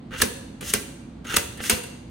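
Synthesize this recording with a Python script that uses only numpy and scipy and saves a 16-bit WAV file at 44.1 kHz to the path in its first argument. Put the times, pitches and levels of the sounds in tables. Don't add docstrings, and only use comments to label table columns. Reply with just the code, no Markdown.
import sys
import numpy as np
from scipy import signal
from scipy.fft import rfft, irfft
from scipy.io import wavfile
from scipy.ndimage import uniform_filter1d

SR = 44100
rng = np.random.default_rng(int(sys.argv[2]) if len(sys.argv) > 2 else 0)


def transcribe(u):
    v = np.clip(np.atleast_2d(u).T, -1, 1)
    q = np.round(v * 32767).astype(np.int16)
    wavfile.write(sys.argv[1], SR, q)


N = 92610
T = np.arange(N) / SR

# (t/s, clack/dB, rise/s, hold/s, rattle/dB, ring/dB, case/dB, counter/dB, counter delay/s)
BOTTOM_HITS = [(.2165, -9.5, 0.0032, 0.0023, -21.5, -57, -24, -25.5, .012),
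               (1.3635, -10.5, 0.0036, 0.0033, -21.5, -52, -24.5, -27, .011)]
TOP_HITS = [(.7366, -9.5, 0.00047, 0.0017, -23, -67, -24.5, -42.5, 0.0024),
            (1.6957, -11, 0.0015, 0.0022, -16.5, -48.5, -25, -24.5, 0.033)]
# (f/Hz, level/dB)
BOTTOM_EQ = [(100, -44.5), (500, -9.5), (800, -26.5), (1300, 0.5), (1500, -9), (1700, 3), (2050, -9),
             (2800, -13), (3700, -6.5), (5400, -10), (7000, -14), (8300, -3.5), (8900, -11), (9600, -6.5),
             (12300, -13), (13800, -17.5), (15700, -14.5)]
TOP_EQ = [(100, -47.5), (420, 7.5), (700, -27), (1200, -6), (2300, -1.5), (3500, -5.5), (4500, -13.5),
          (5400, -9), (6400, -6), (7600, -7.5), (8550, 5.5), (9000, -9.5), (9900, 1.5), (11200, -8.5),
          (13500, -11), (15300, -8), (16000, -14)]
RATTLE_EQ = [(350, -31), (600, -35), (660, -1.5), (1810, 0.5), (2190, 1), (2790, 0.5), (4140, -2),
             (4490, -1.5), (6310, 1), (7240, -5.5), (9630, -4), (14700, -9), (15500, -19)]
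# (f/Hz, side over mid/dB)
CLACK_WIDTH = [(400, -1.5), (1000, -4), (1700, -25.5), (2700, -6), (4500, 6), (7000, -15), (9000, -14),
               (12500, -5.5), (15500, -1)]
# (f/Hz, level/dB, t60/s)
METAL_MODES = [(952, -1.5, 0.58), (1352, -8.5, 0.35), (1608, -0.5, 0.12), (1768, -5, .3),
               (2024, -1.5, 0.88), (2368, -11.5, .2), (2704, 2, 0.239), (2781, -2.5, 0.37),
               (3127, -9.5, .3), (4698, -18.5, 0.9), (6793, -6.5, 0.13), (9150, 4, 0.085),
               (8960, -2.5, 0.17), (9848, -2.5, .16), (11500, -14, .4)]
# (f/Hz, level/dB, t60/s, phase between channels/rad)
CASE_MODES = [(174.4, -7, .18, .1), (212.4, -4, .22, .2), (242.4, 0, 0.11, .3), (304, -10.5, 0.19, 0.57),
              (365.2, -0.5, 0.073, 0.97), (430.8, -2, 0.092, 1.38), (487.7, 1, 0.12, 1.84),
              (553.7, -6.5, 0.3, 2.24)]
# (t/s, mids/dB, treble/dB)
PUSH_FADES = [
    [(.108, -48, -68), (.132, -36, -55.5), (.165, -34, -50.5), (.19, -44, -38), (.212, -31, -39),
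     (.221, -38, -12)],
    [(1.245, -48, -58), (1.28, -39.5, -48.5), (1.31, -33, -43), (1.342, -30.5, -39), (1.356, -32, -37.5),
     (1.367, -53, -23)],
]
RETURN_FADES = [
    [(.608, -43, -53), (.642, -48, -40.5), (.67, -44, -36.5), (.703, -40.5, -28.5), (.722, -48, -41.5),
     (.739, -43, -29)],
    [(1.575, -51.5, -82), (1.612, -37.5, -47), (1.622, -55, -39.5), (1.648, -37.5, -34.5),
     (1.67, -38, -29.5), (1.698, -46, -36)],
]
# (f/Hz, level/dB)
PUSH_EQ = [(410, -55), (700, -19), (839, -10.5), (1070, -13.5), (1270, 2), (1630, -1.5), (2030, -4.5),
           (2560, -10.5), (2800, -3), (4830, -19), (6500, -14), (7220, -19.5), (10800, -21.5),
           (13400, -31.5), (15500, -24)]
RETURN_EQ = [(410, -49), (700, -11), (1030, -13), (1220, 0), (1560, -11), (1670, 1), (2000, -1),
             (2460, -11), (2800, -2), (3030, -3), (4470, -13.5), (6500, -8.5), (7310, -13), (9470, -12.5),
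             (15500, -21)]
CATCH_EQ = [(300, -1), (900, -14.5), (1330, -3.5), (1650, 1.5), (2200, -1), (2800, 2), (3900, -6),
            (5300, -15), (6600, -10), (9500, -2), (15500, -18)]
# (t/s, level/dB, treble tilt/dB per octave, fall/s, case/dB)
CATCHES = [(0.126, -37, -9, 0.0057, -35.5), (0.2016, -24, -5.5, 0.0066, -44),
           (0.2242, -18, 4.5, 0.0022, -24), (0.6092, -34, 1, 0.0075, -36.5), (.626, -32.5, -5, 0.0052, -40),
           (.752, -27, -2, .005, -29), (1.2493, -37.5, -5, 0.0066, -42.5), (1.2703, -44, -1, 0.0043, -47),
           (1.302, -32.5, -3, .005, -64), (1.3156, -29, -2, 0.0024, -37.5),
           (1.3413, -20, -2.5, 0.005, -34.5), (1.573, -40.5, 2, 0.0077, -44.5),
           (1.604, -26.5, -7.5, 0.002, -39), (1.639, -26, -2, 0.0029, -39),
           (1.7122, -27, -1, 0.0067, -25.5), (1.836, -34.5, 1.5, 0.0075, -37)]
# (t/s, f/Hz, level/dB)
GUIDE_SQUEAKS = [(1.268, 6530, -37), (1.340, 6600, -25)]
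# (f/Hz, t60/s)
REVERB_T60 = [(100, 0.13), (500, 0.69), (2000, 0.77), (6000, 0.76), (10000, 0.55), (15000, 0.39)]
# (f/Hz, level/dB)
REVERB_EQ = [(60, -14.5), (170, -3.5), (300, 6), (700, 1.5), (1800, -2.5), (4700, -0.5), (5100, -10),
             (5900, -2.5), (9500, 2), (12500, -2), (15500, 7)]
RUMBLE_EQ = [(12, -74), (20, -34.5), (35, -31), (48, -8), (67, -0.5), (86, -3), (119, -0.5), (134, -2.5),
             (156, -5.5), (240, 0), (291, -8.5), (323, -1), (369, -13), (560, -19), (700, -48.5),
             (910, -66.5), (1540, -120)]
HISS_EQ = [(350, -27.5), (600, 2), (850, 1.5), (1500, -7), (4600, -15.5), (5300, -23.5), (9000, -26),
           (12000, -45.5), (15500, -44.5)]
# (f/Hz, level/dB)
HUM_PARTIALS = [(59.5, -54.5), (167, -54.5), (241, -52.5), (270, -51.5)]

SYMPATHY_DB, CLACK_SEND_DB, REVERB_DB = -10, -4, -6.5
RUMBLE_DB, HISS_DB = -41.5, -55.5


def clack(rise, hold, eq):
    shape = envelope(rise, hold, fall=0.0015, size=4096)
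    hz = abs(np.fft.fftfreq(len(shape), 1 / SR))
    contacts = np.fft.fft(rng.standard_normal((2, len(shape))) * shape)
    mid, side = contacts / np.sqrt(uniform_filter1d(abs(contacts) ** 2, size=60, mode="wrap"))
    width = amp(curve(CLACK_WIDTH, hz))
    stereo = np.array([mid + width * side, mid - width * side]) / np.sqrt(1 + width ** 2)
    resonances = np.exp(np.conj(signal.hilbert(np.log(amp(curve(eq, hz))))))
    burst = np.fft.ifft(stereo * resonances).real[:, :len(shape) // 2]
    return burst * np.sqrt(2) * np.linalg.norm(shape) / np.linalg.norm(burst)


def stop_hits(hits, eq):
    clacks, shaken = np.zeros((2, 2, N))
    for s, db, rise, hold, rattle_db, ring_db, case_db, counter_db, counter_delay in hits:
        add(clacks, s, amp(db) * clack(rise, hold, eq))
        rattle = equalize(grains(0.4, spread_db=1.0, size=16384), RATTLE_EQ)
        add(shaken, s, amp(rattle_db) * rattle * envelope(rise=0.0053, hold=0, fall=0.025))
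        add(shaken, s, amp(ring_db) * metal_ring())
        add(shaken, s, amp(case_db) * case_knock())
        thud = blip(hz=78, rise=0.006, fall=0.0074)
        add(shaken, s + counter_delay, amp(counter_db) * thud)
    return np.array([clacks, shaken])


def metal_ring():
    hz, db, t60 = np.transpose(METAL_MODES)[:, :, None]
    phase = rng.uniform(0, 2 * np.pi, hz.shape) + 1.8 * rng.standard_normal((2, len(hz), 1))
    t = T[:32768]
    modes = amp(db - 60 * t / t60) * np.sin(2 * np.pi * hz * t + phase)
    return modes.sum(1) * np.minimum(t / 0.001, 1)


def case_knock():
    hz, db, t60, phase_gap = np.transpose(CASE_MODES)[:, :, None]
    phase = rng.uniform(0, 2 * np.pi, hz.shape) + phase_gap * np.array([0, 1])[:, None, None]
    hz = hz * (1 + 0.035 * rng.standard_normal(hz.shape))
    db = db + 0.5 * rng.standard_normal(hz.shape)
    t = T[:16384]
    modes = amp(db - 60 * t / t60) * np.sin(2 * np.pi * hz * t + phase)
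    return modes.sum(1) * np.minimum(t / 0.013, 1) * amp([[-1.5], [1.5]])


def scrapes(strokes, eq, mid_trim_db, treble_trim_db, grain_db, clump_db):
    clumps = amp(clump_db * unit_rms(uniform_filter1d(rng.standard_normal(N), size=160)))
    slips = grains(0.72, grain_db) * clumps
    mids, treble = equalize(slips, eq, high_hz=4170), equalize(slips, eq, low_hz=4360)
    out = np.zeros((2, N))
    for stroke in strokes:
        s, mid_db, treble_db = np.transpose(stroke)
        out += mids * amp(mid_trim_db + np.interp(T, s, mid_db, -150, -150))
        out += treble * amp(treble_trim_db + np.interp(T, s, treble_db, -150, -150))
    return out


def catches():
    out = np.zeros((2, N))
    for s, db, tilt_db, fall, case_db in CATCHES:
        tick = equalize(grains(0.75, size=2048), CATCH_EQ, tilt_db)
        add(out, s, amp(db) * tick * envelope(rise=0.00026, hold=0.0002, fall=fall, size=2048))
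        add(out, s, amp(case_db) * case_knock())
    return out


def squeaks():
    out = np.zeros((2, N))
    for s, hz, db in GUIDE_SQUEAKS:
        add(out, s, amp(db) * blip(hz, rise=0.0044, fall=0.0025))
    return out


def sympathetic_ring(x, fall_s=0.016):
    ring = metal_ring()
    return convolve(x, ring * np.exp(-T[:ring.shape[1]] / fall_s))


def reverb(x):
    hz, t, bands = signal.stft(equalize(grains(0.18, size=SR), REVERB_EQ), SR, nperseg=256)
    decay = amp(-60 * t / curve(REVERB_T60, hz)[:, None])
    tail = signal.istft(bands * decay, SR, nperseg=256)[1][:, :SR]
    onset = np.clip((T[:SR] - 0.005) / 0.002, 0, 1)
    return convolve(x, tail * onset)


def room_tone():
    deep = equalize(grains(1.0), RUMBLE_EQ, high_hz=270) * amp([[-1.9], [-0.5]])
    upper = equalize(grains(0.64), RUMBLE_EQ, low_hz=351) * amp([[-11.5], [-8]])
    hum = np.zeros(N)
    for hz, db in HUM_PARTIALS:
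        drift = 0.0095 * np.cumsum(rng.standard_normal(N))
        hum += amp(db) * np.sqrt(2) * np.sin(2 * np.pi * hz * T + drift)
    hiss = equalize(grains(0.2), HISS_EQ)
    return amp(RUMBLE_DB) * (deep + upper) + hum * amp([[-1.8], [1.5]]) + amp(HISS_DB) * hiss


def grains(correlation, spread_db=0, size=N):
    mid, side = rng.standard_normal((2, size))
    strength = amp(spread_db * np.minimum(rng.exponential(1, size), 5))
    shared = np.clip(correlation, -0.99, 0.99)
    return strength * (np.sqrt(1 + shared) * mid + np.sqrt(1 - shared) * side * np.array([[1], [-1]]))


def blip(hz, rise, fall):
    tone = np.sqrt(2) * np.sin(2 * np.pi * hz * T) * envelope(rise, 0, fall, size=N)
    return np.array([tone, tone])


def envelope(rise, hold, fall, size=16384):
    t = T[:size]
    return np.minimum(t / rise, 1) * np.exp(-np.maximum(t - rise - hold, 0) / fall)


def equalize(x, eq, tilt_db=0, low_hz=0, high_hz=SR):
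    hz = np.fft.rfftfreq(x.shape[-1], 1 / SR) + 1
    gain = amp(curve(eq, hz) + tilt_db * np.log2(np.maximum(hz, 1000) / 1000))
    rolloff = np.sqrt((1 + (low_hz / hz) ** 8) * (1 + (hz / high_hz) ** 8))
    return unit_rms(irfft(rfft(x) * gain / rolloff, x.shape[-1]))


def convolve(x, impulse):
    return signal.fftconvolve(x, impulse / np.linalg.norm(impulse[0]), axes=1)[:, :N]


def curve(points, hz):
    f, value = np.transpose(points)
    return np.interp(np.log(hz + 1), np.log(f + 1), value)


def add(mix, s, sound):
    part = mix[:, max(round(s * SR), 0):][:, :sound.shape[1]]
    part += sound[:, :part.shape[1]]


def amp(db):
    return 10 ** (np.asarray(db) / 20)


def unit_rms(x):
    return x / np.sqrt(np.mean(x ** 2) + 1e-20)


def scene():
    clacks, body = stop_hits(BOTTOM_HITS, BOTTOM_EQ) + stop_hits(TOP_HITS, TOP_EQ)
    body += catches() + squeaks()
    body += scrapes(PUSH_FADES, PUSH_EQ, mid_trim_db=-2, treble_trim_db=3, grain_db=0.5, clump_db=2)
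    body += scrapes(RETURN_FADES, RETURN_EQ, mid_trim_db=0.5, treble_trim_db=-1, grain_db=1.5, clump_db=0)
    body += amp(SYMPATHY_DB) * sympathetic_ring(body)
    reflections = amp(REVERB_DB) * reverb(body + amp(CLACK_SEND_DB) * clacks)
    return clacks + body + reflections + room_tone()


def record(dry):
    lowpass = signal.firwin(511, 15900, window=("kaiser", 9), fs=SR)
    return signal.oaconvolve(np.clip(dry, -1, 1), lowpass[None], "same")


dry = scene()
out = record(dry)
transcribe(out)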